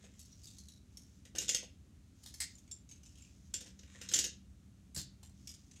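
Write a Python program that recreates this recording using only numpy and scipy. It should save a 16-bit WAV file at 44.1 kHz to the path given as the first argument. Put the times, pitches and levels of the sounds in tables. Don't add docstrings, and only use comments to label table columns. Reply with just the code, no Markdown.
import sys
import numpy as np
from scipy import signal
from scipy.fft import rfft, irfft
from scipy.io import wavfile
from scipy.ndimage import uniform_filter1d

SR = 44100
rng = np.random.default_rng(int(sys.argv[2]) if len(sys.argv) > 2 else 0)


def store_pcm(level_fs):
    pcm = np.round(np.clip(level_fs, -1, 1) * 32767).astype(np.int16)
    wavfile.write(sys.argv[1], SR, np.atleast_2d(pcm).T)


N = 255780

# start_s, level_db, panel_hz, panel_boost_db, car_hz, car_boost_db, thud_db
DECK_HITS = [(0.0395, -50.5, 1650, 8, 6200, 1, -57), (1.2522, -45.5, 1870, 10, 6140, 0.5, -78),
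             (1.3523, -35, 1685, 8.5, 6830, -6, -49), (1.384, -18.5, 3770, 9, 6500, 11, -51),
             (1.409, -33, 3700, 1, 6200, -12.5, -57), (1.482, -25.5, 3500, 18, 7090, 7, -77),
             (1.4915, -15.5, 3700, -2, 7000, 8.5, -50.5), (1.547, -15.5, 3300, 0, 6400, 5, -54),
             (1.5671, -36, 2850, 15, 6200, 1, -73), (1.6296, -44, 3360, 2, 6630, 0, -49.5),
             (3.5394, -21.5, 3360, 3.5, 7390, 10, -63), (3.6064, -37.5, 3570, 7, 5360, 3, -58.5),
             (3.661, -45.5, 3770, 0, 6800, -5, -60.5), (3.7917, -43, 3920, 11.5, 5900, 5.5, -71.5),
             (3.8325, -48.5, 1560, 1, 6090, 6, -69), (3.9513, -48, 1860, 32.5, 5810, -5.5, -61),
             (4.0144, -34.5, 1880, 8.5, 6710, 0.5, -60.5), (4.0886, -28.5, 3890, 9, 6760, 5.5, -78),
             (4.1145, -30.5, 1500, 2, 6040, -10.5, -67.5), (4.1374, -13, 3200, 9.5, 7180, 4, -53),
             (4.1604, -22.5, 1500, 5.5, 6960, 0, -63), (4.1886, -14.5, 4050, 6, 6920, 6.5, -65),
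             (4.2413, -22.5, 2030, -6, 6570, 5, -59.5)]
TRACK_HITS = [(2.234, -43, 3900, 5, 6400, 3, -74), (2.260, -35.5, 3800, 10.5, 6640, 4.6, -64),
              (2.340, -35.5, 3700, -2, 5150, 8, -72), (2.403, -21.5, 1900, 18.5, 8300, 16.3, -68),
              (2.415, -25.5, 1860, 15.5, 5150, 6.8, -80), (4.947, -32, 4400, -3.5, 7600, 13, -71),
              (4.962, -26.5, 4600, 2.5, 6960, 4.9, -66), (4.975, -27.5, 4300, 8, 7400, 4.4, -68),
              (4.986, -33.5, 4600, 9, 6800, 7, -66), (4.996, -34.5, 4400, 8, 6800, 7.8, -67),
              (5.23, -43.5, 3000, 7, 7500, 3.5, -63), (5.294, -54.5, 4900, 1, 8100, 10, -71)]


def garage_knocks():
    body = [(500, -10), (1050, -31), (1500, -9), (2300, -10), (3000, -5.5), (4200, -9), (5200, -2.5),
            (6600, -0.5), (7300, -4), (8100, -7.5), (10000, -20), (13000, -21.5), (16000, -39.5)]
    modes = [(1934, -32, 0.092), (2640, -39, 0.17), (2827, -22.5, 0.11), (3700, -18.5, 0.061),
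             (5800, -27, 0.06), (6630, -13, .06), (6230, -16.5, 0.079), (7000, -25.5, 0.076)]
    return impacts(DECK_HITS, body, modes, body_t60=0.038, rise_s=0.0021, bounce_s=0.008, rattle_db=-8.5,
                   panel_octaves=0.24, car_octaves=0.14, hollow_db=0.5, hollow_db_per_octave=4.5,
                   hardening=0.22, snap_db=1.5, snap_db_per_octave=-3, dulling_db=5,
                   uneven_db=2.5, ring_db=2, gain_db=-13.5)


def track_clacks():
    body = [(500, -20.5), (1300, -14.5), (1900, -6), (2500, -8.5), (4400, 2), (5500, 2.5), (7200, 4),
            (9000, 0.5), (13000, -5), (16000, -18)]
    modes = [(1690, -54, 0.12), (2100, -14, 0.046), (4130, -13, 0.2), (8110, -35, .07)]
    return impacts(TRACK_HITS, body, modes, body_t60=0.046, rise_s=0.0023, bounce_s=0.01, rattle_db=-5.5,
                   panel_octaves=0.38, car_octaves=0.16, hollow_db=0.5, hollow_db_per_octave=0,
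                   hardening=0, snap_db=-0.5, snap_db_per_octave=2, dulling_db=8,
                   uneven_db=3.5, ring_db=-5.5, gain_db=-15.5)


def car_ticks():
    # start_s, level_db, panel_hz, panel_boost_db, car_hz, car_boost_db
    touches = [(0.1377, -55.5, 1990, 4, 6910, 3), (0.1935, -43.5, 3960, 4, 5670, 5),
               (0.3256, -47.5, 3960, 29, 5720, 34), (0.434, -47.5, 4400, 8, 6400, -5),
               (0.4697, -43, 3770, 14, 6550, 4), (0.5843, -41.5, 4200, 16.5, 6260, 9.5),
               (0.6854, -42.5, 3900, 18.5, 5640, 8), (0.9716, -37.5, 4160, 2, 5560, 16),
               (2.5524, -44, 3400, 1, 7100, 16), (2.5838, -48.5, 3640, 6, 6550, 21),
               (2.677, -53.5, 2280, 12, 6670, 12), (2.7129, -33, 3430, 1.5, 7320, 26.5),
               (2.891, -46, 2910, 5, 7450, 4), (2.9123, -40, 2600, 4.5, 6410, 17.5),
               (2.9386, -57.5, 2600, 10, 6550, 4), (3.033, -48, 3000, 5, 6160, 8),
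               (3.0608, -47, 2740, 10, 6830, 9.5), (3.155, -52.5, 2960, 11, 6450, 1),
               (3.1837, -50, 2870, 9, 6650, 10), (3.2211, -45, 2700, 6, 7360, 23),
               (3.248, -52, 2460, 8, 6700, 8.5), (5.4731, -34.5, 3000, 1.5, 5700, 6),
               (5.7123, -47, 2380, 5, 6520, 3.5), (5.7629, -51, 2480, -2, 5700, 2.5)]
    body = [(500, -21), (1500, -20.5), (2600, -7), (4200, -7.5), (6400, 3), (8000, -2), (10000, -14),
            (13000, -18.5), (16000, -32)]
    modes = [(6560, -15, 0.068), (7100, -40, 0.14)]
    return impacts(touches, body, modes, body_t60=0.052, rise_s=0.0021, bounce_s=0.017, rattle_db=-4,
                   panel_octaves=0.27, car_octaves=0.051, hollow_db=-2, hollow_db_per_octave=15,
                   hardening=0.19, snap_db=3, snap_db_per_octave=9.5, dulling_db=6,
                   uneven_db=4, ring_db=-3, gain_db=-13)


def impacts(hits, spectrum, modes, body_t60, rise_s, bounce_s, rattle_db, panel_octaves, car_octaves,
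            hollow_db, hollow_db_per_octave, hardening, snap_db, snap_db_per_octave, dulling_db,
            uneven_db, ring_db, gain_db):
    usual_panel_hz, firm_blow_db, settle_s = 3270, -37.5, 0.012
    out, t = np.zeros(N), np.arange(SR // 6) / SR
    hz = np.fft.rfftfreq(len(t), 1 / SR)
    previous_s = -np.inf
    for start_s, level_db, panel_hz, panel_db, car_hz, car_db, *_ in hits:
        loose_db = rattle_db - 0.7 * car_db
        power = amp(-120 * t / body_t60)
        for k, delay in enumerate(np.cumsum(bounce_s * rng.uniform(0.46, 1.5, 5))):
            power += (t > delay) * amp(2 * (loose_db - 2.1 * k - 60 * abs(t - delay) / body_t60))
        smallness = np.log2(panel_hz / usual_panel_hz)
        hollow = hollow_db - hollow_db_per_octave * smallness - hardening * (level_db - firm_blow_db)
        moving = np.exp(-((start_s - previous_s) / settle_s) ** 2)
        snap = snap_db + snap_db_per_octave * smallness - dulling_db * moving
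        previous_s = start_s
        shape_db = curve(spectrum, hz) + curve([(2800, hollow), (4600, 0), (7600, 0), (10500, snap)], hz)
        shape_db += curve(resonance(panel_hz, panel_octaves, panel_db), hz)
        shape_db += curve(resonance(car_hz, car_octaves, car_db), hz)
        shape_db += uneven_db * lumps(len(hz), size=30)
        crowded = unit(irfft(amp(shape_db) * np.exp(2j * np.pi * rng.random(len(hz))), len(t)))
        chatter = amp(2 * lumps(len(t), size=50))
        ringing = sum(amp(db + ring_db) * rng.uniform(0.1, 1.1) * ring(t, pitch_hz, t60)
                      for pitch_hz, db, t60 in modes)
        attack = 1 - np.exp(-(t / rise_s) ** 2)
        hit = (crowded * np.sqrt(power) * chatter + ringing) * attack
        add(out, start_s - 0.0015, amp(level_db + gain_db) * hit / np.std(hit[:SR // 130]))
    return out


def flexing():
    floor_modes = [(75, -40), (165, -42.5), (346, -49), (550, -58.5)]
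    garage_hz, track_hz, floor_bump_s = 527, 864, 4.966
    detune = 2 ** (0.08 * rng.standard_normal(len(DECK_HITS)))
    garage = [(s, thud_db, garage_hz * ratio) for (s, *_, thud_db), ratio in zip(DECK_HITS, detune)]
    track = [(s, thud_db, track_hz) for s, *_, thud_db in TRACK_HITS]
    floor = [(floor_bump_s, db, hz) for hz, db in floor_modes]
    plastic = thuds(garage + track, t60=0.12, gain_db=-11.5, skirt_db=-21.5)
    return plastic + thuds(floor, t60=0.13, gain_db=-11, skirt_db=-20)


def thuds(hits, t60, gain_db, skirt_db):
    out, t = np.zeros(N), np.arange(SR // 3) / SR
    for start_s, level_db, hz in hits:
        push = rng.standard_normal(len(t)) * amp(-60 * t / t60)
        flex = colour(push, [(hz / 8, -50), (hz / 4, skirt_db), (hz * 0.69, -7), (hz, 0),
                             (hz * 1.18, -5), (hz * 2.2, skirt_db), (hz * 8, -70)])
        add(out, start_s - 0.003, amp(level_db + gain_db) * flex / np.std(flex[:SR // 25]))
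    return out


def sleeve_rustle():
    strokes = [(0.2, 0.39, -62.5), (0.96, 0.21, -69), (2.23, 0.28, -62.5), (2.55, 0.15, -76),
               (3.12, 0.37, -67.5), (5.41, 0.26, -65.5)]
    cloth = [(1000, -27), (2600, -11), (4500, -5), (6500, 2.5), (8500, -10.5), (11000, -18.5), (16000, -21)]
    return friction(strokes, cloth, slips_per_s=2500, spread_db=-2.5, gain_db=-7)


def wheel_scrape():
    strokes = [(0.03, 0.018, -65), (3.61, 0.061, -67.5), (3.93, .19, -61)]
    wheels = [(410, -39.5), (700, -35), (922, -15.5), (1090, -17), (1680, -13), (1910, -9.5), (3000, -14.5),
              (3900, -10), (4420, -20.5), (6850, -8.5), (14000, -44)]
    return friction(strokes, wheels, slips_per_s=2000, spread_db=2, gain_db=-2.5)


def friction(strokes, spectrum, slips_per_s, spread_db, gain_db):
    rise_db_per_s, fall_db_per_s = 140, 183
    t = np.arange(N) / SR
    slips = rng.standard_normal(N) * (rng.random(N) < slips_per_s / SR)
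    slips *= amp(spread_db * np.minimum(rng.exponential(1, N), 4))
    pressure = np.zeros(N)
    for start_s, length_s, level_db in strokes:
        before_s, after_s = np.maximum(start_s - t, 0), np.maximum(t - start_s - length_s, 0)
        pressure += amp(level_db - rise_db_per_s * before_s - fall_db_per_s * after_s)
    return amp(gain_db) * pressure * unit(colour(slips, spectrum))


def room(x, build_s):
    decay = [(200, 0.53), (800, 0.14), (2000, 0.28), (4000, 0.29), (6500, 0.22), (9000, 0.18),
             (15000, 0.085)]
    t = np.arange(SR // 2) / SR
    echoes = rng.standard_normal(len(t)) * (rng.random(len(t)) < 2000 / SR)
    echoes *= 1 - np.exp(-(t / build_s) ** 2)
    hz, age_s, bands = signal.stft(echoes, SR, nperseg=256)
    tail = signal.istft(bands * amp(-60 * age_s / curve(decay, hz)[:, None]), SR, nperseg=256)[1]
    return signal.fftconvolve(x, tail / np.linalg.norm(tail))[:N]


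def background():
    rumble = [(15, -62), (25, -15), (70, 3.5), (140, -7.5), (189, -6.5), (255, -11), (275, -11.5),
              (306, -15), (361, -23.5), (395, -22), (452, -28.5), (609, -29.5), (900, -42), (1170, -68.5),
              (1980, -120)]
    hum_tones = [(75.4, -69.5), (193.8, -66)]
    # pitch_hz, level_db
    hiss = [(410, -33.5), (700, -9), (841, -10), (984, -9.5), (1330, -7.5), (1500, -9), (2080, -9.5),
            (3790, -10), (4990, -12), (6480, -7.5), (12200, -20), (16000, -26)]
    t = np.arange(N) / SR
    hum = sum(amp(db - 1.5) * (1 + 0.56 * drift(1.0)) * np.sin(2 * np.pi * hz * t + drift(1.7))
              for hz, db in hum_tones)
    return amp(-59.5) * noise(rumble) + hum + amp(-76.5) * noise(hiss)


def amp(db):
    return 10 ** (np.asarray(db) / 20)


def unit(x):
    return x / np.sqrt(np.mean(x ** 2) + 1e-20)


def curve(points, hz):
    pitch_hz, value = np.transpose(points)
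    return np.interp(np.log(hz + 1), np.log(pitch_hz + 1), value)


def add(mix, start_s, sound):
    part = mix[max(round(start_s * SR), 0):][:len(sound)]
    part += sound[:len(part)]


def ring(t, hz, t60):
    return amp(-60 * t / t60) * np.sin(2 * np.pi * (hz * t + rng.random()))


def resonance(hz, octaves, db):
    bell = [(-1, 0), (-1 / 3, 2 / 3), (0, 1), (1 / 3, 2 / 3), (1, 0)]
    return [(hz * 2 ** (offset * octaves), db * height) for offset, height in bell]


def colour(x, points, size=2048):
    log_gain = np.log(amp(curve(points, abs(np.fft.fftfreq(size, 1 / SR)))))
    taps = np.fft.ifft(np.exp(np.conj(signal.hilbert(log_gain)))).real
    return signal.fftconvolve(x, taps)[:len(x)]


def lumps(length, size):
    smoothed = uniform_filter1d(rng.standard_normal(length), size, mode="wrap")
    return unit(uniform_filter1d(smoothed, size, mode="wrap"))


def noise(points):
    return unit(irfft(rfft(rng.standard_normal(N)) * amp(curve(points, np.fft.rfftfreq(N, 1 / SR))), N))


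def drift(hz):
    lowpass = np.exp(-(np.fft.rfftfreq(N, 1 / SR) / hz) ** 2)
    return unit(irfft(rfft(rng.standard_normal(N)) * lowpass, N))


def scene():
    garage, track = garage_knocks(), track_clacks()
    handling = car_ticks() + flexing() + sleeve_rustle() + wheel_scrape()
    reverb_send = amp(-5.5) * garage + amp(-7) * track + amp(-8) * handling
    return (garage + track + handling + room(reverb_send, build_s=0.0036) + background())[None]


def record(dry):
    low_cut_hz, high_cut_hz = 45, 15900
    thin = signal.sosfilt(signal.butter(6, low_cut_hz, "high", fs=SR, output="sos"), dry)
    lowpass = signal.firwin(511, high_cut_hz, window=("kaiser", 9), fs=SR)
    return signal.oaconvolve(thin, lowpass[None], "same")


dry = scene()
out = record(dry)
store_pcm(out)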